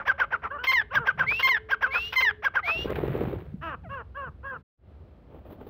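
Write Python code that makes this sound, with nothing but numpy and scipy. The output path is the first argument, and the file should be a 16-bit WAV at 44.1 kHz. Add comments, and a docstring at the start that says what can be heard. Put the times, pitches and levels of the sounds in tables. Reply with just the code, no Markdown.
"""Francolins call in an open field: a voice of locked partials gives sharp clucks and ringing cries.
Soft mews come between, soon joined by a second bird's rising whistles, gliding tones with a thin hiss.
After a coo, a gust of coloured noise, decaying thumps and dry ticks buffets the microphone.
Four more mews and another coo follow. The sound drops out for a moment and returns over a dull rush;
then a bird shuffles in a dust bath, in short bouts of rustling noise."""
import sys
import numpy as np
from scipy import signal
from scipy.fft import rfft, irfft, next_fast_len
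from scipy.io import wavfile
from scipy.ndimage import uniform_filter1d

SR = 44100
rng = np.random.default_rng(int(sys.argv[2]) if len(sys.argv) > 2 else 0)


def file_out(sig):
    """Save sig as 16-bit WAV at sys.argv[1]."""
    # one column per channel
    cols = np.atleast_2d(sig).T
    # limit, then scale
    lim = np.clip(cols, -1, 1)
    pcm = np.round(lim * 32767).astype(np.int16)
    wavfile.write(sys.argv[1], SR, pcm)


N = 250929
TIME = np.arange(N) / SR
TOP_HZ = 15650  # upper limit of the voices' partials and of the whole sound

# clucks: peak_s, rise_s, fall_s, pitch_hz (at the peak), level_db, added_roughness (0-1)
CLUCK_NOTES = [(.001, 0.025, 0.034, 490, -30, 0.56), (0.101, 0.047, 0.023, 525, -16, 0.08),
               (.220, 0.04, 0.028, 508, -16.5, 0.17), (0.344, 0.038, 0.02, 489.3, -19.5, 0.28),
               (0.454, 0.035, 0.026, 450.6, -25.5, 0.46), (.976, 0.049, 0.015, 525.3, -16.5, 0.01),
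               (1.091, 0.038, 0.023, 512.3, -16, 0.1), (1.212, 0.036, 0.032, 517.3, -17.5, 0.17),
               (1.324, 0.026, 0.0087, 508, -28, 0.73), (1.735, 0.046, 0.015, 521, -18, 0),
               (1.844, 0.035, .033, 518.6, -17, 0.08), (1.961, 0.033, 0.029, 492.3, -21, 0.44),
               (2.47, 0.046, 0.015, 525, -17.5, 0.05), (2.572, 0.033, 0.03, 513.4, -18, 0.15),
               (2.699, 0.045, 0.017, 445, -24, 0.59)]
# cries: clear_onset_s, pitch_ratio, level_db
CRY_NOTES = [(.672, 1.016, -20.5), (1.429, 1.023, -19), (2.161, 1, -20.5)]
# mews: start_s, end_s, pitch_hz, glide_share (of pitch), final_sag_share (of pitch), level_db,
# roughness (0-1), brightness_db, undertone_db (at the start)
MEW_NOTES = [(0.5, 0.585, 576, 0.046, 0.11, -34, 0.14, -3, -19),
             (0.576, 0.656, 514, -0.049, .02, -37, 0.18, 1, -37),
             (.902, 1, 528.6, 0.28, .04, -37, 0, 4.5, -29.5),
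             (0.986, 1.061, 544, -0.24, .06, -35, 0.05, -8, -25),
             (1.213, 1.269, 592, -.15, .03, -38, 0.2, 13.5, -40),
             (1.85, 1.948, 533, 0.034, .04, -40, 0, 12, -25.5),
             (2.864, 2.932, 594, -.15, 0.017, -42.5, 0.1, -1, -25.5),
             (3.61, 3.768, 705, -0.17, 0.35, -34, 0.15, 7.5, -1),
             (3.887, 4.036, 589.6, -.17, 0.25, -37.5, 0.1, 4.5, -31),
             (4.143, 4.309, 581, -0.08, 0.36, -36.5, 0.09, 0, -23),
             (4.428, 4.589, 566, -0.065, 0.3, -35.5, 0.14, -2, -23.5)]
# coos: start_s, end_s, first_pitch_hz, settled_pitch_hz, level_db
COO_NOTES = [(2.625, 2.777, 849, 654, -39.5), (3.833, 3.891, 950, 585, -45)]
# strengths of a coo's first four partials: level_db
COO_PARTIAL_LEVELS = [0.5, -8, -13.5, -25.5]
# whistles: start_s, loudest_s, end_s, first_pitch_hz, limiting_pitch_hz, level_db
WHISTLE_NOTES = [(1.263, 1.291, 1.435, 1950, 3008, -21.5), (1.905, 1.958, 2.112, 2070, 2970, -25),
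                 (2.628, 2.705, 2.858, 1960, 2932, -24)]
# throat and beak resonance in the clucks: frequency_hz, gain_db
CLUCK_RESONANCE = [(250, -16), (550, -1.5), (1100, 4), (1600, 3.5), (2300, 0.5), (3300, -9.5),
                   (4400, -24.5), (5700, -17.5), (7000, -53.5), (10000, -47.5), (12500, -35), (14300, -28),
                   (15600, -29)]
# throat and beak resonance in the cries: frequency_hz, gain_db
CRY_RESONANCE = [(250, -25.5), (520, -8.5), (1040, -1.5), (1560, 2), (2080, 2.5), (3120, -2), (4200, -14.5),
                 (5300, -17.5), (6200, -25), (7200, -52.5), (8400, -40.5), (10500, -43), (12400, -36),
                 (14500, -22)]
# throat and beak resonance in the mews: frequency_hz, gain_db
MEW_RESONANCE = [(250, -9), (550, -3), (850, -7.5), (1120, 4.5), (1650, -3), (2150, -25), (2800, -14.5),
                 (3400, -35.5), (4200, -46.5), (6000, -52.5), (7500, -70), (14000, -44)]
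# spectrum of the whistles' hiss: frequency_hz, gain_db
WHISTLE_HISS_SPECTRUM = [(500, -10.5), (1500, -8.5), (2400, -6), (3300, 1.5), (4300, -8), (5600, -17.5),
                         (7000, -30), (10000, -35), (12500, -21), (15500, -22)]
# strength of the gust: time_s, level_db (relative)
GUST_COURSE = [(2.74, -44.5), (2.8, -42), (2.89, -34.5), (3.27, -34.5), (3.4, -44), (3.489, -54.5),
               (3.6, -70)]
# spectrum of the gust's body: frequency_hz, gain_db
GUST_SPECTRUM = [(50, -34), (100, -4.5), (150, -10.5), (250, -8.5), (390, 1.5), (550, -7.5), (720, -11.5),
                 (1000, -18), (1600, -24), (2700, -31.5), (4000, -43), (5500, -71.5), (9000, -69)]
# spectrum of the thin hiss in the gust and dust: frequency_hz, gain_db
HISS_SPECTRUM = [(600, -28), (1500, -28), (3500, 17.5), (5500, -2.5), (7500, -23.5), (10000, -14.5),
                 (12500, 14.5), (14500, 15), (15500, 16.5)]
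# buffets: start_s, level_db (relative), pitch_hz
BUFFET_THUMPS = [(2.856, -20.5, 392), (2.902, -20, 427), (3.036, -16.5, 388), (3.098, -22.5, 139),
                 (3.152, -17, 423), (3.214, -16.5, 377), (3.235, -27.5, 310), (3.273, -24, 190),
                 (3.335, -22, 383), (3.361, -27, 102), (3.54, -24.5, 177)]
# ticks and scrapes within the gust: start_s, initial_level_db, decay_s
TICK_EVENTS = [(2.905, -35, .006), (2.947, -44, .001), (2.957, -31, .009), (3.06, -43, .0008),
               (3.079, -44, .003), (3.118, -42, .0008), (3.177, -40, .0008), (3.236, -41, .0008)]
# spectrum of the ticks and the gust's crackle: frequency_hz, gain_db
TICK_SPECTRUM = [(500, 7.5), (1800, 10.5), (3500, -2.5), (5000, -23.5), (8000, -46), (11000, -25),
                 (14500, -13)]
# bouts of shuffling in dust: start_s, end_s, level_db, hiss_db
SHUFFLE_BOUTS = [(5.301, 5.412, -49, -75), (5.443, 5.566, -47, -64.5), (5.598, 5.644, -42, -65),
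                 (5.636, 5.72, -48, -62)]
# spectrum of the dust's rustle: frequency_hz, gain_db
RUSTLE_SPECTRUM = [(120, -11.5), (200, -1.5), (600, -6), (908, -15), (1210, -19.5), (1950, -29),
                   (2080, -31.5), (3250, -33.5), (4840, -62), (9000, -59.5), (11700, -91.5), (19800, -120)]
# soft puffs of air on the microphone: centre_s, half_length_s, level_db (relative)
AIR_PUFFS = [(0.98, 0.035, -36.5), (1.248, 0.1, -40.5), (3.594, 0.17, -44.5), (3.897, 0.06, -42.5),
             (4.286, 0.025, -43.5), (4.574, 0.049, -48.5)]
# spectrum of the rumble of air: frequency_hz, gain_db
RUMBLE_SPECTRUM = [(25, -34.5), (45, -9.5), (62, 3.5), (85, 1.5), (110, -5.5), (160, -24), (320, -68)]
# spectrum of the flutter of air: frequency_hz, gain_db
FLUTTER_SPECTRUM = [(60, -22), (110, -2.5), (140, 7.5), (200, -3.5), (300, -15.5), (700, -64)]
# spectrum of the quiet field: frequency_hz, gain_db
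FIELD_SPECTRUM = [(120, -34.5), (200, -1), (309, -9.5), (370, -5.5), (946, -20.5), (1020, -23), (1220, -22),
                  (4090, -36), (6770, -54), (15000, -63)]
# faint far hum: start_s, end_s, pitch_hz, level_db (before it wavers)
HUM_NOTES = [(-.03, 0.326, 555, -55), (0.323, 1.253, 422, -64), (1.19, 2.234, 435.5, -57),
             (2.206, 2.445, 423, -49)]

# course of a cluck, in places: -1 rise time before the peak, 0 peak, 1 fall time after it
CRACK_PLACE, CRACK_WIDTH, RASP_PLACE, RASP_WIDTH = -.41, .13, .68, 0.23
CLUCK_LEAD, CLUCK_TRAIL = 1.05, 1.2  # how far the voice reaches before and after the peak
CLUCK_SWEEP_OCTAVES, CLUCK_SAG = 1.8, 0.19  # per unit of place: up to the crack, down after it
CLUCK_RISE_DB, CLUCK_FALL_DB = 23, 14  # per unit of place
CRACK_DB, CLUCK_RING_DB = 4, 1.4  # extra level at the crack and at the very peak
# course of a cry, in s from its clear onset
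CRY_LEAD_S, CRY_CATCH_S, CRY_BREAK_S = .038, 0.0088, .042
CRY_RESUME_S, CRY_FRAY_S, CRY_END_S = .066, .133, .155
CRY_HZ, CRY_FALL_S, CRY_FALL_HZ_PER_S = 513.2, 0.078, 1750
CRY_OVERSHOOT_HZ, CRY_SETTLE_S = 18, 0.0089  # each clear tone starts sharp and settles
CRY_RASP_DB, CRY_CATCH_DB, CRY_BREAK_TONE_DB = -9, -11, -7.5
CRY_BREAK_SWELL_DB, CRY_TREMOR_DB = 1, 5.5
MEW_SCOOP, MEW_SCOOP_S = .3, .011  # share of the pitch, and its decay
WHISTLE_GLIDE_S, WHISTLE_SWELL_DB, WHISTLE_FADE_DB, WHISTLE_FADE_S = .085, 13.5, 14, .075
AIR_DB, AIR_SWELL_DB = -51, 2  # rumble at rest, and its rise once the gust has come
HOLLOW_DB, HOLLOW_HISS_DB = -60.5, -93  # underlying rush at the dust bath
FIELD_DB = -60.5
DROP_S, DROP_FADE_S, RETURN_S, RETURN_FADE_S = 4.63, 0.025, 4.775, 0.13


def clucks(clear_rough=0.028, crack_rough=0.38, rasp_rough=0.83, sweep_odd_db=-24, ring_odd_db=4,
           sweep_pure_db=2, ring_pure_db=13):
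    """Frequency sweep and mode locking: up about an octave, a crack, a ringing third partial, a rasp."""
    out = np.zeros(N)
    for peak, rise, fall, pitch_hz, note_db, hoarse in CLUCK_NOTES:
        i = between(peak - CLUCK_LEAD * rise, peak + CLUCK_TRAIL * fall)
        t = TIME[i] - peak
        place = t / np.where(t < 0, rise, fall)
        crack = bell(place, CRACK_PLACE, CRACK_WIDTH)
        rasp = bell(place, RASP_PLACE, RASP_WIDTH)
        cracked = (1 + np.tanh((place - CRACK_PLACE) / CRACK_WIDTH)) / 2

        sweep = 2 ** (CLUCK_SWEEP_OCTAVES * np.minimum(place - CRACK_PLACE, 0))
        sag = 1 - CLUCK_SAG * np.maximum(place, CRACK_PLACE)
        db = np.minimum(CLUCK_RISE_DB * place, -CLUCK_FALL_DB * place)
        db = db + CRACK_DB * crack + CLUCK_RING_DB * bell(place, 0, .15)
        rough = hoarse * cracked + clear_rough + crack_rough * crack + rasp_rough * rasp
        odd_db = sweep_odd_db * (1 - cracked) + ring_odd_db * cracked
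        pure_db = (sweep_pure_db + ring_pure_db * bell(place, 0.31, 0.66)) * (1 - hoarse)
        voice = syrinx(pitch_hz * sweep * sag, rough, odd_db, pure_db, CLUCK_RESONANCE,
                       order=3, ring=1.0, blur_hz=6000)

        # the top of the treble only gets out while the beak is wide open
        voice = muffle(voice, (np.abs(place + .1) - .4) / .7, edge_hz=4200, shut_db=-12)
        closing = np.maximum(0.57 * (CRACK_PLACE - place), 0.067 * (place - CRACK_PLACE))
        voice = muffle(voice, closing.clip(0, .6) + 2.6 * hoarse)
        out[i] += undb(note_db + db) * hold(place, place[0], place[-1], 0.067, 0.22) * voice
    return out


def cries(closing_s=0.065, edge_s=0.0065, clear_rough=0.0083, rasp_rough=0.6, rasp_odd_db=-3,
          clear_odd_db=-30, rasp_pure_db=-9, locked_db=18, loose_db=17, fray_db=19):
    """Mode locking: a rasp and catch, then two clear tones, an octave-lower break between, and a fray."""
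    out = np.zeros(N)
    for onset, ratio, note_db in CRY_NOTES:
        i = between(onset - CRY_LEAD_S, onset + CRY_END_S)
        t = TIME[i] - onset
        first = hold(t, -edge_s / 2, CRY_BREAK_S + edge_s, edge_s, 0.0097)
        second = hold(t, CRY_RESUME_S - edge_s, CRY_FRAY_S + edge_s, edge_s, 0.0037)
        clear = first + second
        frayed = np.clip((t - CRY_FRAY_S) / .015 + 1, 0, 1)
        sharp = np.exp(-np.abs(t) / CRY_SETTLE_S) + np.exp(-np.abs(t - CRY_RESUME_S) / CRY_SETTLE_S)
        fall_hz = CRY_FALL_HZ_PER_S * np.maximum(t - CRY_FALL_S, 0)
        hz = ratio * (CRY_HZ + CRY_OVERSHOOT_HZ * sharp - fall_hz)

        # midway through each tone the lock loosens and the octave below comes in
        loose = bell(t, 0.025, 0.011) + bell(t, .094, 0.009)
        pure_db = rasp_pure_db * (1 - clear) + clear * (locked_db - loose_db * loose)
        pure_db = pure_db + fray_db * frayed * (1 - clear)
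        odd_db = rasp_odd_db * (1 - clear) + clear_odd_db * clear * (1 - frayed)
        rough = clear_rough + rasp_rough * (1 - clear)
        voice = syrinx(hz, rough, odd_db, pure_db, CRY_RESONANCE, order=4, ring=0.17, blur_hz=17000)
        voice = muffle(voice, (t - closing_s) / .03, edge_hz=9700, shut_db=-7)
        voice = muffle(voice, (t - closing_s) / 0.083)

        # the break between the tones swells slightly; the second tone trembles more and more
        tremor = np.clip((t - CRY_RESUME_S) / .05, 0, 1) * np.tanh(wobble(110, len(i)))
        db = CRY_RASP_DB * (1 - clear) + CRY_CATCH_DB * bell(t, -CRY_CATCH_S, 0.008)
        db = db + CRY_BREAK_SWELL_DB * bell(t, 0.058, 0.013) + CRY_TREMOR_DB * tremor
        low_tone = undb(CRY_BREAK_TONE_DB) * np.sin(2 * np.pi * np.cumsum(2 * hz) / SR)
        low_tone = low_tone * hold(t, CRY_BREAK_S, CRY_RESUME_S + edge_s, 0.0036, edge_s)
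        out[i] += undb(note_db) * hold(t, t[0], t[-1], .007, 0.004) * (undb(db) * voice + low_tone)
    return out


def mews(attack=.2, release=0.072, fade_db=5.0, waver_db=0.87, nasal=0.27, nasal_hz=1480):
    """Subharmonics and nasal resonance: notes scoop up, glide and sink into an undertone an octave below."""
    out = np.zeros(N)
    for start, end, pitch_hz, glide, sag, note_db, rough, bright_db, under_db in MEW_NOTES:
        i = between(start, end)
        place = np.linspace(0, 1, len(i))
        slack = place ** 4  # the membranes lose tension at the end
        scoop = MEW_SCOOP * np.exp((start - TIME[i]) / MEW_SCOOP_S)
        hz = pitch_hz * (1 + glide * place - sag * slack - scoop + 0.008 * wobble(41, len(i)))
        swell = hold(place, 0, 0.94, attack, release) ** 1.2
        swell = swell * undb(fade_db * (0.5 - place) + waver_db * wobble(35, len(i)))

        throat = [(f, db + bright_db * (2000 < f < 7000)) for f, db in MEW_RESONANCE]
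        # the third partial and its multiples ring out unevenly in the middle of the note
        ring_db = 3 * np.sin(np.pi * place) + 5.2 * wobble(28, len(i))
        note_rough = rough + .22 * slack + 0.084 * bell(place, 0, .13)
        undertone_db = under_db * (1 - place ** 3.1) ** 2.2
        # built on half the pitch, so that the odd partials are the undertone
        voice = syrinx(hz / 2, note_rough, undertone_db, ring_db, throat, order=6, ring=0, blur_hz=6500)
        nose = signal.lfilter(*signal.iirpeak(nasal_hz, 2.6, fs=SR), voice)
        voice = unit(voice + nasal * nose)
        out[i] += undb(note_db) * swell * muffle(voice, 1.3 * place ** 3)
    return out


def coos(settle_s=0.02, waver=0.016):
    """Harmonic addition: four partials, strongest at the fundamental, drop in pitch and settle."""
    out = np.zeros(N)
    for start, end, first_hz, last_hz, note_db in COO_NOTES:
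        i = between(start, end)
        hz = last_hz + (first_hz - last_hz) * np.exp((start - TIME[i]) / settle_s)
        hz = hz * (1 + waver * wobble(60, len(i)))
        phase = 2 * np.pi * np.cumsum(hz) / SR
        tone = sum(undb(db) * np.sin(k * phase) for k, db in enumerate(COO_PARTIAL_LEVELS, 1))
        out[i] += undb(note_db) * hold(TIME[i], start, end, 0.019, 0.021) * tone
    return out


def whistles(octave_db=-30, air_db=-46, air_attack_s=0.041, air_linger_s=0.039, air_release_s=0.077):
    """Near-sinusoidal oscillation: the pitch rises to a limit, with a faint octave and a lingering hiss."""
    out = np.zeros(N)
    for start, loudest, end, first_hz, top_hz, note_db in WHISTLE_NOTES:
        i = between(start, end + air_linger_s)
        t = TIME[i]
        hz = top_hz + (first_hz - top_hz) * np.exp((start - t) / WHISTLE_GLIDE_S)
        swell_db = WHISTLE_SWELL_DB * (t - loudest) / (loudest - start)
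        fade_db = WHISTLE_FADE_DB * (np.exp((loudest - t) / WHISTLE_FADE_S) - 1)
        db = np.where(t < loudest, swell_db, fade_db)
        phase = 2 * np.pi * np.cumsum(hz * (1 + .003 * wobble(200, len(i)))) / SR

        # the octave comes out as the pitch nears its top
        octave_gain = undb(octave_db + 8 * bell(hz / top_hz, 1.0, .05))
        octave = octave_gain * np.sin(2 * phase + .4 * wobble(250, len(i)))
        tone = np.sqrt(2) * undb(note_db + db) * (np.sin(phase) + octave)
        air_gain = undb(air_db + .21 * (db - db.mean()) + 1.3 * wobble(60, len(i)))
        air = air_gain * noise(WHISTLE_HISS_SPECTRUM, len(i))
        out[i] += hold(t, start, end, 0.0041, .025) * tone
        out[i] += hold(t, start, t[-1], air_attack_s, air_release_s) * air
    return out


def syrinx(hz, rough, odd_db, pure_db, throat, order, ring, blur_hz, jitter=0.064, shimmer=.45, rasp=0.92):
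    """Source and filter: membranes lock on every order-th partial when pure, stumble and rasp when rough."""
    size = len(hz)
    phase = 2 * np.pi * np.cumsum(hz * (1 + jitter * rough * wobble(360, size))) / SR
    k = np.arange(1, 49)[:, None]
    # the throat is tuned to the locked partial and lifts it further
    locked = (k % order == 0) + ring * (k == order)
    gains = gain_at(throat, k * hz) * undb(odd_db * (k % 2) + pure_db * locked) * (k * hz < TOP_HZ)
    gains = gains / np.sqrt(np.sum(gains ** 2, axis=0) / 2)

    # turbulence smears the high partials towards noise, and all of them in rough moments
    smear_depth = np.minimum((k * hz / blur_hz) ** 2 + 1.3 * rough, 1.8)
    smear = smear_depth * np.array([wobble(200, size) for _ in k])
    tone = np.sum(gains * np.sin(k * phase + smear + rng.uniform(0, np.pi, k.shape)), axis=0)
    tone = tone * (1 + shimmer * rough * wobble(270, size))
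    air = noise(throat, size) * (1 + 0.12 * np.cos(phase)) * undb(-np.maximum(pure_db, 0) / 2)
    return (tone + rasp * rough * air) / np.sqrt(1 + rough ** 2 / 2)


def muffle(voice, closing, edge_hz=2150, shut_db=-19):
    """Low-pass radiation: a closing beak (0 open, 1 shut) takes the treble off."""
    body = signal.sosfiltfilt(signal.butter(2, edge_hz, fs=SR, output="sos"), voice)
    treble_gain = undb(shut_db * uniform_filter1d(np.clip(closing, 0, 1), size=300))
    return body + treble_gain * (voice - body)


def outdoors(x, ground=0.12, ground_s=.00578, bushes_db=-25, t60=0.29):
    """Reflection and scattering: one bounce off the ground and a thin, dull scatter from the bushes."""
    t = TIME[:SR // 2]
    scatter = noise([(300, 5), (1700, -8.0), (3000, -2.5), (6000, -24.0), (14000, -35)], len(t))
    scatter = scatter * undb(-60 * t / t60) * np.minimum(t / 0.0044, 1)
    tail = signal.fftconvolve(x, scatter / np.linalg.norm(scatter))[:N]
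    bounce = np.interp(TIME - ground_s, TIME, x, left=0)
    return x + ground * bounce + undb(bushes_db) * tail


def gust(body_db=2.0, hiss_db=-25, hiss_power=1.2, crackle_db=-14, crackle_spread_db=5):
    """Turbulence at the microphone: crackle follows the wind's strength; the hiss dies away faster."""
    strength = gust_strength()
    hiss = undb(hiss_db) * strength.max() * (strength / strength.max()) ** hiss_power
    grains = unit(undb(crackle_spread_db * wobble(407)) * noise(TICK_SPECTRUM))
    crackle = undb(crackle_db) * strength * grains
    return rush(undb(body_db) * strength, hiss, GUST_SPECTRUM, eddy_db=6.0) + crackle


def gust_strength():
    """Amplitude envelope: the gust's relative gain over time."""
    s, db = np.transpose(GUST_COURSE)
    return undb(np.interp(TIME, s, db)) * hold(TIME, s[0], s[-1], 0.023, 0.018)


def rush(body, hiss, colour, eddy_db):
    """Amplitude modulation: each eddy swells a low rustle and a thin hiss together."""
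    eddies = undb(eddy_db * 2 * np.tanh(wobble(90) / 2))
    return body * unit(eddies * noise(colour)) + hiss * unit(eddies * noise(HISS_SPECTRUM))


def buffets(cycles=0.79, push_db=1):
    """Pressure pulses: the strongest eddies thump the microphone in brief damped oscillations."""
    out = np.zeros(N)
    for start, db, hz in BUFFET_THUMPS:
        i = between(start, start + 0.028)
        turns = (TIME[i] - start) * hz
        envelope = (turns / cycles * np.exp(1 - turns / cycles)) ** 2
        out[i] += undb(db + push_db) * np.sin(2 * np.pi * turns) * envelope
    return out


def ticks():
    """Impulsive excitation: short dry ticks and scrapes of exponentially decaying noise."""
    out = np.zeros(N)
    for start, db, decay_s in TICK_EVENTS:
        i = between(start, start + .04)
        out[i] += undb(db) * np.exp((start - TIME[i]) / decay_s) * noise(TICK_SPECTRUM, len(i))
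    return out


def dust_bath(attack_s=.016, release_s=0.025, stir_db=-58, stir_hiss_db=-83):
    """Granular friction: feathers shuffle in dust, hissing more through each bout, over trickle and rush."""
    started = TIME > RETURN_S
    # the trickle sets in with the first shuffle
    stirred = np.clip((TIME - SHUFFLE_BOUTS[0][0]) / 0.25, 0, 1)
    body = undb(HOLLOW_DB) * started + undb(stir_db) * stirred
    hiss = undb(HOLLOW_HISS_DB) * started + undb(stir_hiss_db) * stirred
    for start, end, db, hiss_db in SHUFFLE_BOUTS:
        bout = hold(TIME, start, end, attack_s, release_s)
        progress = np.clip((TIME - start) / (end - start), 0, 1)
        body = np.hypot(body, undb(db) * bout)
        hiss = np.hypot(hiss, undb(hiss_db) * bout * progress ** .4)
    return rush(body, hiss, RUSTLE_SPECTRUM, eddy_db=3.0)


def background(gust_rumble_db=-3, gust_flutter_db=-4, rest_flutter_db=-11, puff_rumble_db=-3,
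               puff_flutter_db=-1):
    """Incoherent addition: air rumbles and flutters, more in puffs and the gust, over the quiet field."""
    rest = undb(AIR_DB + AIR_SWELL_DB * hold(TIME, GUST_COURSE[0][0], RETURN_S, 0.61, .1))
    puffs = sum(undb(db) * bell(TIME, centre, half) for centre, half, db in AIR_PUFFS)
    strength = gust_strength()
    rumble = np.hypot(rest, undb(puff_rumble_db) * puffs + undb(gust_rumble_db) * strength)
    moving_flutter = undb(puff_flutter_db) * puffs + undb(gust_flutter_db) * strength
    flutter = np.hypot(undb(rest_flutter_db) * rest, moving_flutter)
    field = undb(FIELD_DB + wobble(4)) * noise(FIELD_SPECTRUM)
    return rumble * noise(RUMBLE_SPECTRUM) + flutter * noise(FLUTTER_SPECTRUM) + field


def hum(waver_db=5.0, edge_s=0.056):
    """Amplitude modulation of pure tones: a faint far hum that wavers and swells."""
    notes = np.zeros(N)
    for start, end, hz, db in HUM_NOTES:
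        notes += undb(db) * hold(TIME, start, end, edge_s, edge_s) * np.sin(2 * np.pi * hz * TIME)
    return np.sqrt(2) * notes * undb(waver_db * wobble(23))


def noise(colour, size=N):
    """Spectral shaping: white noise filtered to a colour, at rms 1."""
    spectrum = rfft(rng.standard_normal(size))
    return unit(irfft(spectrum * gain_at(colour, np.fft.rfftfreq(size, 1 / SR)), size))


def wobble(hz, size=N):
    """Low-pass random fluctuation of rms about 1, mostly slower than hz."""
    length = next_fast_len(size + SR // 10)
    lowpass = np.exp(-(np.fft.rfftfreq(length, 1 / SR) / hz) ** 2)
    return unit(irfft(rfft(rng.standard_normal(length)) * lowpass))[:size]


def gain_at(colour, hz):
    """Frequency response: gain of a colour, interpolated in dB over log frequency."""
    f, db = np.transpose(colour)
    return undb(np.interp(np.log(hz + 1), np.log(f), db))


def undb(db):
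    """Logarithmic level: decibels to amplitude gain."""
    return 10 ** (np.asarray(db) / 20)


def unit(x):
    """Normalisation: scale to a standard deviation of 1."""
    return x / (np.std(x) + 1e-12)


def bell(x, centre, width):
    """Gaussian envelope: a smooth bump of height 1."""
    return np.exp(-((x - centre) / width) ** 2)


def hold(t, start, end, attack, release):
    """Trapezoidal envelope: attack, hold at 1, release."""
    return np.clip(np.minimum((t - start) / attack, (end - t) / release), 0, 1)


def between(start, end):
    """Time sampling: the sample indices of a stretch of time."""
    return np.flatnonzero((TIME >= start) & (TIME < end))


def scene():
    """Superposition: birds in the open, wind around the microphone and a dust bath add linearly."""
    birds = outdoors(clucks() + cries() + mews() + coos() + whistles())
    return (birds + gust() + buffets() + ticks() + dust_bath() + background() + hum())[None]


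def record(dry):
    """Gating and band limitation: the sound fades out and back in once, and the top is cut."""
    fade_out = (DROP_S - TIME) / DROP_FADE_S
    fade_in = (TIME - RETURN_S) / RETURN_FADE_S
    gate = np.clip(np.maximum(fade_out, fade_in), 0, 1)
    return signal.sosfilt(signal.ellip(10, .2, 90, TOP_HZ, fs=SR, output="sos"), dry * gate)


dry = scene()
out = record(dry)
file_out(out)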